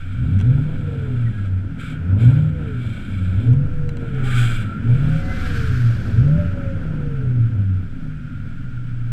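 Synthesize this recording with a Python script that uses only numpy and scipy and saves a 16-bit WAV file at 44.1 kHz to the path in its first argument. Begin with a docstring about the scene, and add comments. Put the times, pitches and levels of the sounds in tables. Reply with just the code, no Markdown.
"""A supercharged V8 creeps forward on asphalt: pitch-gliding sines give its blower whine and exhaust boom,
firing pulses ring the body shell, and filtered noise gives intake roar, road rumble and tyre scrub.
It is blipped five times; clicks of grit and thin arched sine squeals come and go, and at 5.5 s
the fan of an inflated arch, a band of noise, swells past. After the last blip the revs drop to idle.
All is heard at a sealed camera on the roof."""
import sys
import numpy as np
from scipy import signal
from scipy.fft import rfft, irfft, next_fast_len
from scipy.io import wavfile
from scipy.ndimage import uniform_filter1d

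SR = 44100
rng = np.random.default_rng(int(sys.argv[2]) if len(sys.argv) > 2 else 0)


def master(y):
    """Save y as 16-bit WAV."""
    cut = np.clip(np.atleast_2d(y).T, -1, 1)
    pcm = np.round(cut * 32767)  # scale
    wavfile.write(sys.argv[1], SR, pcm.astype(np.int16))


N = 402191

# Low modes of the body shell. Each row: frequency in Hz, bandwidth in Hz, relative level in dB.
SHELL_MODES = [(42.4, 32, -10.5), (68, 12.6, -3.5), (94.56, 4.74, 5), (117.55, 4.57, 5.5), (153, 10.4, -1),
               (184, 29, -4.5), (254.8, 18.8, -5.5), (294.2, 24.3, -12.5)]
# Lower resonances of the camera case. Each row: frequency in Hz, bandwidth in Hz, relative level in dB.
CASE_LOW_MODES = [(1500, 93, 6), (2300, 120, 3.5), (2470, 23, -3.5), (2760, 220, -8.5), (3127, 84, -6.5),
                  (3170, 120, -9), (3385, 59, -6), (3975, 64, -13)]
# Upper resonances of the camera case. Each row: frequency in Hz, bandwidth in Hz, relative level in dB.
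CASE_HIGH_MODES = [(4660, 310, 3.5), (5740, 350, -5.5), (7770, 1030, 4.5), (9380, 1800, -13),
                   (9840, 2400, -6.5), (12800, 370, -12.5), (13900, 940, -10)]


def from_db(db):
    """Amplitude ratio of a level: twenty decibels for each factor of ten."""
    return 10 ** (np.asarray(db) / 20)


def rms_one(x):
    """Normalisation to unit root-mean-square amplitude."""
    return x / np.sqrt(np.mean(x ** 2) + 1e-20)


def in_time(rows):
    """Linear interpolation of table columns over their first, time in seconds; one value a sample."""
    s, *columns = np.transpose(rows)
    return [np.interp(np.arange(N) / SR, s, column) for column in columns]


def drift(rate_hz):
    """Random modulation of unit rms: white noise through a double-pole low-pass at rate_hz."""
    step = 40   # samples between computed values
    r = np.exp(-2 * np.pi * rate_hz * step / SR)
    white = rng.standard_normal(N // step + 2002)
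    slow = signal.lfilter([1], [1, -2 * r, r * r], white)[2000:]   # the start-up is dropped
    return np.interp(np.arange(N) / step, np.arange(len(slow)), rms_one(slow))


def coloured(x, spectrum):
    """Spectral shaping: multiplication by a (Hz, dB) curve, straight over log frequency."""
    size = next_fast_len(N)
    hz, db = np.transpose(spectrum)
    log_hz = np.log(np.arange(size // 2 + 1) * SR / size + 1)   # 1 Hz added to keep the log finite
    gain = from_db(np.interp(log_hz, np.log(hz), db, left=-90))
    return irfft(rfft(x, size) * gain, size)[:N]


def noise(spectrum, flicker_db, rate_hz):
    """Amplitude-modulated noise: white noise of flickering level, coloured and set to unit rms."""
    white = rng.standard_normal(N) * from_db(flicker_db * drift(rate_hz))
    return rms_one(coloured(white, spectrum))


def tone(hz, db):
    """Frequency modulation: a sine whose phase integrates a moving pitch, at an rms level in dB."""
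    return np.sqrt(2) * from_db(db) * np.sin(2 * np.pi * np.cumsum(hz) / SR)


def butterworth(x, order, hz, kind="low"):
    """Maximally flat filtering with cutoffs in Hz."""
    return signal.sosfilt(signal.butter(order, hz, kind, fs=SR, output="sos"), x)


def resonate(x, modes, sign=1):
    """Modal superposition of two-pole resonators; like signs leave notches between, sign -1 fills them."""
    out = 0
    for k, (hz, width_hz, db) in enumerate(modes):
        r = np.exp(-np.pi * width_hz / SR)
        poles = [1, -2 * r * np.cos(2 * np.pi * hz / SR), r * r]
        zeros = [(1 - r * r) / 2, 0, (r * r - 1) / 2]
        out = out + sign ** k * from_db(db) * signal.lfilter(zeros, poles, x)
    return out


def shell(x):
    """Modal ringing of the body shell: a few low modes under a steep low-pass."""
    return butterworth(resonate(x, SHELL_MODES, sign=-0.97), 6, 345)


def boom(x):
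    """Resonance under steady tones: they swell on each shell mode; the two strongest cancel between them."""
    ringing = resonate(x, SHELL_MODES[:4]) - resonate(x, SHELL_MODES[4:], sign=-1.01)
    return butterworth(ringing, 6, 320)


def controls():
    """Throttle as a first-order lag behind the rate at which the revs climb, with whine pitch and load."""
    # Engine speed, heard as the blower's whine, and load on the crank.
    # Each row: time in seconds, whine in Hz, firing tone level before the shell in dB.
    engine_course = [(0, 147.7, -28.5), (.08, 165.7, -45), (.17, 220.8, -25), (.3, 322.4, -12.5),
                     (.41, 404, -15.5), (.52, 494, -10.5), (.61, 523, -16), (.7, 519, -29.5),
                     (.93, 465, -23), (1.13, 410, -22.5), (1.25, 377.8, -19), (1.37, 337.1, -21.5),
                     (1.55, 296, -24.5), (1.72, 272, -48), (1.92, 257.4, -37), (2.04, 304.4, -17),
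                     (2.19, 398.6, -11), (2.33, 524, -9.5), (2.46, 531, -16.5), (2.57, 497, -29.5),
                     (2.74, 414, -26), (2.82, 391, -26), (2.92, 367.1, -37), (3.2, 307, -27),
                     (3.29, 316.8, -21.5), (3.5, 455.2, -12), (3.6, 496, -11), (3.68, 500, -28.5),
                     (3.8, 488.6, -21), (4.06, 463.4, -30.5), (4.15, 442.6, -18), (4.3, 415, -20),
                     (4.41, 392.4, -14.5), (4.5, 373.3, -47), (4.61, 353, -19.5), (4.77, 378, -27),
                     (4.89, 431.5, -14.5), (5.05, 527, -14), (5.15, 541, -15), (5.32, 538.6, -31.5),
                     (5.52, 481, -29.5), (5.85, 383.5, -15.5), (6.03, 356, -21.5), (6.15, 421, -17),
                     (6.31, 571, -5), (6.39, 590, -16), (6.55, 563, -26.5), (6.84, 527, -22.5),
                     (7.03, 486.3, -22.5), (7.4, 383, -16.5), (7.58, 336.3, -13.5), (7.8, 290, -27.5),
                     (7.95, 265, -43), (8.4, 232.4, -50), (8.8, 203, -48), (9.12, 199.6, -45)]
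    full_throttle_hz_per_s, throttle_lag_s = 1060, 0.055   # climb of the whine with the throttle wide open
    whine_hz, tone_db = in_time(engine_course)
    whine_hz = uniform_filter1d(whine_hz, size=1500)
    climb_hz_per_s = np.gradient(whine_hz) * SR
    opening = np.clip(climb_hz_per_s / full_throttle_hz_per_s, 0, 1)
    r = np.exp(-1 / (throttle_lag_s * SR))
    throttle = signal.lfilter([1 - r], [1, -r], opening)
    return whine_hz, tone_db, throttle


def level_db(whine_hz, throttle, mid_db, throttle_db, octave_db):
    """Source level linear in throttle and in octaves of engine speed about a 400 Hz whine."""
    return mid_db + throttle_db * throttle + octave_db * np.log2(whine_hz / 400)


def blower(whine_hz, throttle):
    """Rotor whine as a gliding sine through the bonnet, and a pulley tone filtered by one panel mode."""
    # Whine level through the bonnet. Each row: pitch in Hz, level in dB.
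    bonnet_response = [(200, -58.5), (255, -36.5), (300, -55.5), (350, -51.5), (385, -52.5), (420, -41),
                       (465, -40.5), (487, -42.5), (520, -54.5), (545, -37.5), (568, -43.5), (592, -31.5)]
    whine_db = np.interp(whine_hz, *np.transpose(bonnet_response))
    whine_db = whine_db - 3 * throttle   # fainter while the revs climb
    whine = tone(whine_hz, whine_db + 2.3 * drift(20))
    pulley_ratio, pulley_db = 1.4, -57   # a faster pulley beside the blower; level before the panel
    pulley = tone(whine_hz * pulley_ratio, pulley_db + 4 * drift(3))
    panel = [(430, 110, 0)]   # Hz, width in Hz, dB
    return whine + resonate(resonate(pulley, panel), panel)


def firing_tones(firing_hz, tone_db, whine_hz, throttle):
    """Harmonics of the firing rate: the first two excite shell modes, the third barks under throttle."""
    octave_db = level_db(whine_hz, throttle, mid_db=-30.5, throttle_db=10.5, octave_db=-0.74)
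    # the silencer takes the octave at high revs: 0.15 dB per Hz above 270 Hz
    octave_db = octave_db - .15 * np.maximum(2 * firing_hz - 270, 0)
    third_db = level_db(whine_hz, throttle, mid_db=-65, throttle_db=20, octave_db=3)
    low_tones = tone(firing_hz, tone_db) + tone(2 * firing_hz, octave_db)
    return boom(low_tones) + tone(3 * firing_hz, third_db + 3 * drift(25))


def exhaust(firing_hz, beat_db, rough_db):
    """Impulse excitation of the shell: one pulse per firing, its strength by cylinder and by chance."""
    # Two banks fire unevenly: one relative pulse level in dB for each of eight successive firings.
    cylinder_levels = [-10.5, -10.5, -12.5, -19, 2, -11, -16.5, 8.5]
    count = np.floor(np.cumsum(firing_hz) / SR).astype(int)
    strength = from_db(np.array(cylinder_levels)[count % 8] + rough_db * rng.uniform(-1.2, 1, N))
    pulses = np.diff(count, prepend=0) * strength / np.sqrt(firing_hz)   # even power at any speed
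    return shell(from_db(beat_db) * rms_one(pulses)) * from_db(18.5)


def intake(firing_hz, throttle):
    """Periodic amplitude modulation of flow noise: the intake gulps once a firing."""
    # Spectrum of the roar. Each row: frequency in Hz, relative density in dB per Hz.
    roar_spectrum = [(200, 12), (300, -2), (400, -6), (520, -4.5), (800, -16.5), (1040, -17.5),
                     (1300, -62.5)]
    # Intake roar between blips. Each row: time in seconds, relative level in dB.
    roar_course = [(0.0, -64), (0.69, -52.5), (1.73, -57.5), (2.39, -51), (2.84, -56.5), (5.44, -51.5),
                   (5.81, -54.5), (6.73, -51), (7.85, -62), (9.12, -66)]
    roar_db = in_time(roar_course)[0] + 14 + 4 * throttle
    rasp = 1 + 0.48 * np.cos(2 * np.pi * np.cumsum(firing_hz) / SR)
    return from_db(roar_db) * rasp * noise(roar_spectrum, flicker_db=2.0, rate_hz=7.4)


def rolling(rumble_db):
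    """Random excitation of modes: engine and rough asphalt shake the shell, and the mount shudders."""
    # Low thrum of the shell as the car rolls. Each row: time in seconds, relative level in dB.
    thrum_course = [(0, -46), (.4, -35.5), (3.5, -32), (3.7, -32), (4.0, -31.5), (4.95, -40), (5.3, -24),
                    (5.72, -24), (5.9, -26.5), (6.3, -25.5), (6.45, -20.5), (6.65, -29.5), (7.2, -31),
                    (7.9, -46.5), (8.5, -45), (9.12, -54)]
    # Shudder of the mount. Each row: time in seconds, relative level in dB.
    shudder_course = [(0.0, -29), (0.3, -32.5), (0.78, -28), (0.94, -49), (1.09, -31), (2.39, -40.5),
                      (3.81, -23), (4.11, -33), (4.21, -22.5), (4.57, -21.5), (4.75, -47), (4.88, -25),
                      (7.47, -30), (7.54, -37), (8.05, -28), (8.18, -36), (8.56, -30), (9.12, -29)]
    rumble = shell(from_db(rumble_db) * rng.standard_normal(N)) * from_db(31.5)
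    thrum = rms_one(resonate(rng.standard_normal(N), SHELL_MODES[1:3], sign=-1))
    thrum = from_db(in_time(thrum_course)[0] + 1.0) * thrum
    shudder_db = in_time(shudder_course)[0]
    jolts = rms_one(resonate(rng.standard_normal(N), [(27, 7.3, 0)]))   # a 27 Hz mode
    jolts = from_db(shudder_db - 14.5) * jolts
    sway_hz = 16.5 * (1 + 0.082 * drift(1.5))
    sway = tone(sway_hz, shudder_db + 1.5 + 1.0 * drift(3))
    return rumble + thrum + jolts + sway


def scrub_level():
    """Envelope of tyre friction in dB: each scrub rises, sags while it lasts and dies away fast."""
    # Tyre scrubs. Each row: start, peak and end in seconds, relative level in dB, sag by the end in dB.
    scrub_rows = [(-.1, 0, 1.47, -48.5, 1), (1.775, 1.8, 1.93, -40, 3), (2.17, 2.21, 2.5, -40, 11),
                  (2.45, 2.87, 3.48, -43.5, 3), (3.47, 3.5, 3.6, -52, 6), (3.96, 4.0, 4.22, -51, -3),
                  (4.22, 4.245, 4.33, -38, -4), (4.23, 4.39, 4.62, -30, 8), (4.6, 4.64, 4.74, -44, 5),
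                  (4.78, 4.9, 5.2, -46, -3), (5.2, 5.45, 5.7, -42, 3), (5.7, 5.8, 6.2, -48, 4)]
    floor_db, rise_db, release_db_per_s = -58.5, 14.5, 279.5
    s, db = np.arange(N) / SR, np.full(N, float(floor_db))
    for start, peak, end, top_db, sag_db in scrub_rows:
        shape_db = np.interp(s, [start, peak, end, end + 1],
                             [-rise_db, 0, -sag_db, -sag_db - release_db_per_s], left=-99)
        db = np.maximum(db, top_db + shape_db)
    return db


def tyre_scrub(scrub_db):
    """Friction noise exciting the resonances of the case; its treble changes with scrub level."""
    # treble against the body of the scrub: -18 dB at a scrub of -47.5 dB, rising on both sides of it
    above, below = np.maximum(scrub_db + 47.5, 0), np.maximum(-47.5 - scrub_db, 0)
    sizzle_db = -18 + 0.47 * above + 0.16 * below
    grit = rng.standard_normal(N) * from_db(0.76 * drift(40))
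    body = butterworth(grit, 4, [1200, 4150], "band")
    upper_body = from_db(0.48 * (sizzle_db + 16.5)) * resonate(body, CASE_LOW_MODES[2:])
    low = resonate(body, CASE_LOW_MODES[:2]) + upper_body
    high = resonate(butterworth(grit, 4, 4400, "high"), CASE_HIGH_MODES, sign=-0.85)
    return from_db(scrub_db - 1.0) * (rms_one(low) + from_db(sizzle_db) * rms_one(high))


def engine_bay(firing_hz, scrub_db):
    """Broadband hiss with amplitude modulation at the firing rate."""
    # Spectrum of the bay. Each row: frequency in Hz, relative density in dB per Hz.
    bay_spectrum = [(900, -46), (1130, -16), (1350, 5), (1500, 1.5), (1950, -11.5), (2300, -9.5),
                    (3400, -19), (4300, -38), (8000, -37.5), (15000, -52.5)]
    # Engine bay hiss. Each row: time in seconds, relative level in dB.
    bay_course = [(0.0, -48.5), (0.58, -46), (1.7, -47.5), (1.83, -43), (3.2, -46), (3.55, -46),
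                  (3.96, -45.5), (4.42, -32), (4.55, -40), (4.72, -42), (4.95, -42.5), (5.23, -40),
                  (5.44, -35), (5.64, -35.5), (6.02, -42.5), (6.5, -40), (7.72, -48.5), (9.12, -48)]
    pulsing = 1 + 0.043 * np.cos(2 * np.pi * np.cumsum(firing_hz) / SR)
    # the scrub comes up through the bay too
    strength = from_db(in_time(bay_course)[0] - 2.5) + from_db(scrub_db - 12)
    return strength * pulsing * noise(bay_spectrum, flicker_db=1.08, rate_hz=16)


def ticks():
    """Impulse response: grit strikes as clicks with scratchy tails, ringing case and panel."""
    # Grit striking the car. Each row: time in seconds, relative peak level in dB.
    grit_strikes = [(.3905, -36), (.4015, -35), (.4118, -31), (1.4585, -44), (3.5339, -40), (3.892, -31),
                    (3.9704, -36), (4.147, -42)]
    # Modes of the struck panel. Each row: frequency in Hz, bandwidth in Hz, relative level in dB.
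    panel_modes = [(800, 700, 2), (2900, 1300, -1), (6000, 720, -4)]
    clicks = np.zeros(N)
    for s, db in grit_strikes:
        clicks[round(s * SR)] = from_db(db)
    r = np.exp(-1 / (.001 * SR))   # the tail decays in 1 ms
    tail = signal.lfilter([1], [1, -r], clicks) * rng.standard_normal(N)
    clicks = clicks + .25 * tail
    case_low = from_db(19.0) * resonate(clicks, CASE_LOW_MODES, sign=-1.25)
    case_high = from_db(7.5) * resonate(clicks, CASE_HIGH_MODES[1:], sign=-0.82)
    panel = from_db(17.5) * resonate(clicks, panel_modes, sign=-0.88)
    return case_low + case_high + panel


def squeals():
    """Frequency and amplitude modulation: wavering sines on arched pitches, loudest in the middle."""
    # Thin squeals. Each row: start in seconds, length in seconds, first, middle and last pitch in Hz,
    # mean level at the middle in dB.
    squeal_rows = [(1.256, 0.043, 1958, 1891, 1800, -48), (1.305, 0.2, 1590, 1653, 1563, -47.5),
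                   (4.0, .32, 310, 363, 392.5, -48), (4.082, .5, 690, 802, 628, -52),
                   (4.226, 0.25, 1170, 1218, 1160, -42), (4.641, .15, 1310, 1358, 1384, -37.5),
                   (4.95, .67, 656, 742, 709, -47.5), (5.18, 0.26, 2000, 2043, 2049, -47.5),
                   (7.901, 1.3, 1410, 1412, 1408, -54)]
    edge_db, fade_s = -11, 0.0098   # ends against the middle; fade in and out
    out, s = 0, np.arange(N) / SR
    for start, length, first_hz, middle_hz, last_hz, db in squeal_rows:
        u = np.clip(2 * (s - start) / length - 1, -1, 1)   # -1 at the start, 1 at the end
        slope_hz = (last_hz - first_hz) / 2
        bend_hz = (first_hz + last_hz) / 2 - middle_hz
        hz = middle_hz + u * slope_hz + u * u * bend_hz
        fade = np.clip((1 - np.abs(u)) * length / 2 / fade_s, 0, 1)
        wavering_hz = hz * (1 + 0.00299 * drift(24.5))
        out = out + fade * tone(wavering_hz, db + edge_db * u * u + 3.0 * drift(26))
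    return out


def arch_fan():
    """Broadband fan noise whose level swells and falls as the inflated arch slides past."""
    # Spectrum of the fan. Each row: frequency in Hz, relative density in dB per Hz.
    fan_spectrum = [(530, -50), (900, -28), (1140, -13.5), (1350, -17), (1520, 0.5), (1930, -14.5),
                    (2200, -16.5), (5110, -22), (6640, -29), (7940, -31), (9490, -36.5), (10800, -39),
                    (11500, -33.5), (12300, -37.5), (13400, -40.5), (15400, -41.5)]
    # Passing of the fan. Each row: time in seconds, level in dB.
    fan_course = [(4.7, -60), (5.0, -52), (5.5, -36.5), (6.0, -44), (6.6, -54.5), (7.5, -58.5)]
    return from_db(in_time(fan_course)[0]) * noise(fan_spectrum, flicker_db=0.8, rate_hz=24)


def scene():
    """Linear superposition of all sources at one microphone."""
    whine_hz, tone_db, throttle = controls()
    # the firing pitch trails the blower by 0.04 s; the whine turns 3.4 times a firing
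    firing_hz = np.interp(np.arange(N) - .04 * SR, np.arange(N), whine_hz) / 3.4
    beat_db = level_db(whine_hz, throttle, mid_db=-37.5, throttle_db=9.2, octave_db=2.2)
    rumble_db = level_db(whine_hz, throttle, mid_db=-34.5, throttle_db=8.8, octave_db=4.04)
    scrub_db = scrub_level()
    engine = blower(whine_hz, throttle) + firing_tones(firing_hz, tone_db, whine_hz, throttle)
    engine = engine + exhaust(firing_hz, beat_db + 3 * drift(4.6), rough_db=3.5)
    engine = engine + intake(firing_hz, throttle)
    road = rolling(rumble_db) + tyre_scrub(scrub_db)
    hiss = engine_bay(firing_hz, scrub_db) + arch_fan()
    return (engine + road + hiss + ticks() + squeals())[None]


def record(dry):
    """Low-pass response: the capsule fades above 14.7 kHz, then a steep stopband from 15.6 kHz cuts the top."""
    soft = butterworth(dry, 8, 14700)
    return signal.sosfilt(signal.cheby2(12, 50, 15600, fs=SR, output="sos"), soft)


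dry = scene()
out = record(dry)
master(out)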